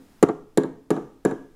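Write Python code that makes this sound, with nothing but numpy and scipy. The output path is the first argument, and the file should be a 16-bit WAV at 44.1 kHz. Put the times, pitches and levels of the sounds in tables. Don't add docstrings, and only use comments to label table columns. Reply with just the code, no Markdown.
import sys
import numpy as np
from scipy import signal
from scipy.fft import rfft, irfft, next_fast_len
from scipy.io import wavfile
from scipy.ndimage import uniform_filter1d

SR = 44100
rng = np.random.default_rng(int(sys.argv[2]) if len(sys.argv) > 2 else 0)


def gain_from_db(level_db):
    decades = np.asarray(level_db, float) / 20
    return 10 ** decades


def generate_wav(sig):
    pcm = np.round(np.clip(np.atleast_2d(sig).T, -1, 1) * 32767).astype(np.int16)
    wavfile.write(sys.argv[1], SR, pcm)


N = 68355
LEAD = SR // 4
BLOW_TIME = np.arange(SR // 2) / SR
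MODE_SCATTER_DB = 2


def along(points, hz):
    f, v = np.transpose(points)
    return np.interp(np.log(hz + 1), np.log(f + 1), v)


def coloured(x, points):
    m = next_fast_len(len(x) + 8192)
    gain = gain_from_db(along(points, np.fft.rfftfreq(m, 1 / SR)))
    return irfft(rfft(x, m) * gain, m)[:len(x)]


def unit(x):
    return x / np.sqrt(np.mean(x ** 2) + 1e-20)


def noise(length, points):
    return unit(coloured(rng.standard_normal(length), points))


def ring(modes, t, scatter_db, rise_s, blur_hz=0):
    u = np.maximum(t, 0)
    total = np.zeros(len(t))
    for hz, db, t60, *polarity in modes:
        level_db = db + scatter_db * rng.standard_normal() - 60 * u / t60
        drift = np.cumsum(rng.standard_normal(len(t))) * np.sqrt(2 * np.pi * blur_hz / SR)
        total += np.prod(polarity) * gain_from_db(level_db) * np.sin(2 * np.pi * hz * u + drift)
    return total * (1 - np.exp(-u / rise_s))


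def add(track, x, s):
    part = track[round(s * SR) + LEAD:][:len(x)]
    part += x[:len(part)]


# start in seconds, thud level in dB, crack level in dB,
# clatter level in dB, clatter tilt in dB per octave.
BLOWS = [
    (-.12, -33.5, -46, -65, 0.1),
    (0.2271, -11, -24, -22, -0.5),
    (0.574, -9.5, -20.5, -30.5, 2.5),
    (0.9044, -11.5, -22, -25, -0.5),
    (1.2502, -12, -27, -28.5, 2),
]
# punch ring in dB, loose bracket in dB, wall echo in dB, rattle in dB.
LANDING = [(-57, -51.5, 10.5, -72.5), (-28, -34.5, 4.5, -45), (-20.5, -24, -0.9, -46.5),
           (-31, -27, -2.5, -44.5), (-27, -21.5, -1, -44.5)]


def hammer():
    out = np.zeros(N + LEAD)
    for blow, landing in zip(BLOWS, LANDING):
        s, thud_db, crack_db, clatter_db, tilt_db = blow
        punch_db, bracket_db, echo_db, rattle_db = landing
        thud = gain_from_db(thud_db) * frame_thud()
        crack = gain_from_db(crack_db) * impact_crack()
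        punch = gain_from_db(punch_db) * punch_ring()
        clatter = panel_clatter(clatter_db, tilt_db, bracket_db)
        body = thud + clatter + crack
        add(out, body + punch + gain_from_db(rattle_db) * loose_rattle(), s)
        far_wall(out, s, echo_db, thud, clatter, crack, punch)
        tail = room_tail(body + gain_from_db(1.5) * punch)[:len(BLOW_TIME)]
        add(out, tail + gain_from_db(thud_db) * room_boom(), s)
    return out[LEAD:]


# frequency in Hz, level in dB, t60 in seconds, signed polarity.
STRUCK_MODES = [(139.5, 2, 0.053, 1), (183, 8, 0.018, -1.25), (483.7, 8.5, 0.047, 1),
                (580, -5.5, 0.071, -0.62), (642, -4, .03, 0.72), (837, -7, 0.033, -1.2)]
# frequency in Hz, level in dB, t60 in seconds, signed polarity.
SEATED_MODES = [(140.7, 0, 0.056, -0.94), (211, 1.5, 0.0087, -1.24), (266.8, -5.5, 0.25, -1.33),
                (351.8, 16, 0.027, 0.79), (411.4, 4.5, .1, 0.94), (463, 2, 0.05, -0.87),
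                (613.8, -8.5, 0.1, 0.84), (903, 2, 0.024, 0.54)]


def frame_thud():
    seat_s = .0086
    struck = ring(STRUCK_MODES, BLOW_TIME, 0, .0001)
    return struck + ring(SEATED_MODES, BLOW_TIME - seat_s, 0, .0001)


# frequency in Hz, level in dB.
CRACK_SPECTRUM = [(300, -120), (700, -3), (2000, -3.5), (4800, -10.5), (7200, -8.5), (11000, -10.5),
                  (15200, -21.5), (16800, -48)]


def impact_crack():
    rise_s, t60 = 0.00035, 0.033
    burst = noise(len(BLOW_TIME), CRACK_SPECTRUM)
    return burst * (1 - np.exp(-BLOW_TIME / rise_s)) * gain_from_db(-60 * BLOW_TIME / t60)


# frequency in Hz, level in dB, t60 in seconds.
PUNCH_MODES = [(3650, -37.5, 0.075), (3830, -4, 0.024), (4130, -3.5, 0.017), (5620, -24, 0.013),
               (6200, -36, 0.02), (7173, 8.5, 0.017), (7560, -11.5, 0.026), (9100, -39, 0.014),
               (9000, -6, 0.021), (10015, 6, 0.01), (11800, -33, 0.043), (12700, -53, .025),
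               (15400, -35.5, .03)]


def punch_ring():
    return ring(PUNCH_MODES, BLOW_TIME, MODE_SCATTER_DB, 0.00017, blur_hz=150)


# frequency in Hz, level in dB, t60 in seconds.
PANEL_MODES = [(681.5, 1, .08), (743.5, 3.5, 0.17), (820, 7, 0.048), (940, -3, 0.02), (983, -29, 0.023),
               (1156.5, 10.5, 0.045), (1328, -8, 0.18), (1395, -2, 0.058), (1570, -2.5, 0.073),
               (1828, -2, .05), (2120, -3, 0.051), (2430, -15, .03)]
# frequency in Hz, level in dB, t60 in seconds.
BRACKET_MODES = [(1638, 7, 0.056)]
# frequency in Hz, level in dB.
DULL = [(100, 0.5), (1300, 0), (2200, -1.5), (5000, -10), (16000, -24.5)]


def panel_clatter(clatter_db, tilt_db, bracket_db):
    blur_hz = 45
    tilted = [(hz, db + tilt_db * np.log2(hz / 1000), t60) for hz, db, t60 in PANEL_MODES]
    panels = gain_from_db(clatter_db) * ring(tilted, BLOW_TIME, MODE_SCATTER_DB, 0.002, blur_hz)
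    bracket = gain_from_db(bracket_db) * ring(BRACKET_MODES, BLOW_TIME, 0, 0.0011, blur_hz)
    return coloured(panels + bracket, DULL)


# frequency in Hz, level in dB.
RATTLE_SPECTRUM = [(800, -120), (1500, -6.5), (3200, 1), (4600, -12), (6000, -1.5), (9300, -10.5),
                   (11500, -15), (16000, -30)]


def loose_rattle():
    t60 = 0.49
    return noise(len(BLOW_TIME), RATTLE_SPECTRUM) * gain_from_db(-60 * BLOW_TIME / t60)


# frequency in Hz, level in dB.
WALL_SPECTRUM = [(300, -22), (2000, -25), (3700, -7.5), (5300, -19), (7200, -16.5), (11000, -21),
                 (16000, -29)]


def far_wall(out, s, echo_db, thud, clatter, crack, punch):
    bright = coloured(punch + gain_from_db(-9) * crack, WALL_SPECTRUM)
    dull_thud = coloured(thud, DULL)
    add(out, gain_from_db(echo_db) * (bright + gain_from_db(-6) * clatter), s + .0603)
    add(out, gain_from_db(echo_db - 11.5) * dull_thud, s + .0623)
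    add(out, gain_from_db(echo_db - 15.5) * dull_thud, s + .0712)


# frequency in Hz, t60 in seconds.
ROOM_DECAY = [(100, .4), (260, .44), (700, .44), (1840, .45), (4850, .4), (7200, .36), (12000, .25)]
# frequency in Hz, level in dB.
ROOM_LEVEL = [(60, -1.5), (150, -7.5), (400, -11), (1200, -5), (3000, -14), (7000, -22.5), (15000, -19)]


def room_tail(x):
    hz, t, z = signal.stft(rng.standard_normal(SR // 2), SR, nperseg=256)
    decay = gain_from_db(-60 * t / along(ROOM_DECAY, hz)[:, None])
    tail = signal.istft(z * decay, SR, nperseg=256)[1]
    response = coloured(tail / np.linalg.norm(tail), ROOM_LEVEL)
    delayed = np.pad(x, (500, 0))
    return signal.fftconvolve(delayed, response)


# frequency in Hz, level in dB, t60 in seconds.
ROOM_MODES = [(128.6, -33, 1.2), (169, -34, 0.48), (275, -29, 0.72), (275, -28.5, 1.35), (298, -24.5, .45),
              (370, -30, .4), (406, -34, .3)]
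# frequency in Hz, level in dB, t60 in seconds.
HOLLOW_MODES = [(440, -32, 1.1)]


def room_boom():
    boom = ring(ROOM_MODES, BLOW_TIME, 1, 0.015, blur_hz=14)
    return boom + ring(HOLLOW_MODES, BLOW_TIME, 0, .03)


# frequency in Hz, level in dB per Hz.
FLOOR_SPECTRUM = [(20, 8.5), (110, -14), (250, 0.5), (450, -15), (650, -14), (1300, -18), (2500, -23.5),
                  (16000, -31.5)]


def garage_floor():
    whine_hz, whine_db, floor_db = 5050, -79, -54.5
    whine = gain_from_db(whine_db) * np.sin(2 * np.pi * whine_hz * np.arange(N) / SR)
    return whine + gain_from_db(floor_db) * noise(N, FLOOR_SPECTRUM)


# frequency in Hz, level in dB per Hz.
RUMBLE_SPECTRUM = [(10, 0.5), (30, -11.5), (70, -13), (130, -21), (200, -120)]


def preamp_rumble():
    return gain_from_db(-58) * noise(N, RUMBLE_SPECTRUM)


def scene():
    radiated = signal.butter(2, 60, "high", fs=SR, output="sos")
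    return (signal.sosfilt(radiated, hammer()) + garage_floor())[None]


def levelled(x):
    start_db, share, back_db_per_s = -12, 0.62, 4.5
    lag, smooth = int(.0152 * SR), int(.001 * SR)
    over_db = np.maximum(20 * np.log10(np.abs(x[0]) + 1e-9) - start_db, 0)
    loud, t = np.flatnonzero(over_db), np.arange(N) / SR
    onsets = loud[np.diff(loud, prepend=-N) > SR // 10]
    gain_db = np.zeros(N)
    for k in onsets:
        step_db = -share * over_db[k:k + lag].max() + back_db_per_s * (t - t[k])
        gain_db[k + lag:] = np.minimum(gain_db, step_db)[k + lag:]
    return x * gain_from_db(uniform_filter1d(gain_db, size=smooth))


def roll_off(x):
    return signal.sosfilt(signal.butter(12, 16530, fs=SR, output="sos"), x)


def record(dry):
    ceiling, hardness = .86, 6
    x = levelled(dry)
    x = x / (1 + np.abs(x / ceiling) ** hardness) ** (1 / hardness)
    x = signal.sosfilt(signal.butter(20, 15650, fs=SR, output="sos"), x)
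    x = signal.sosfilt(signal.butter(2, 88, "high", fs=SR, output="sos"), x)
    return roll_off(x + preamp_rumble())


dry = scene()
out = record(dry)
generate_wav(out)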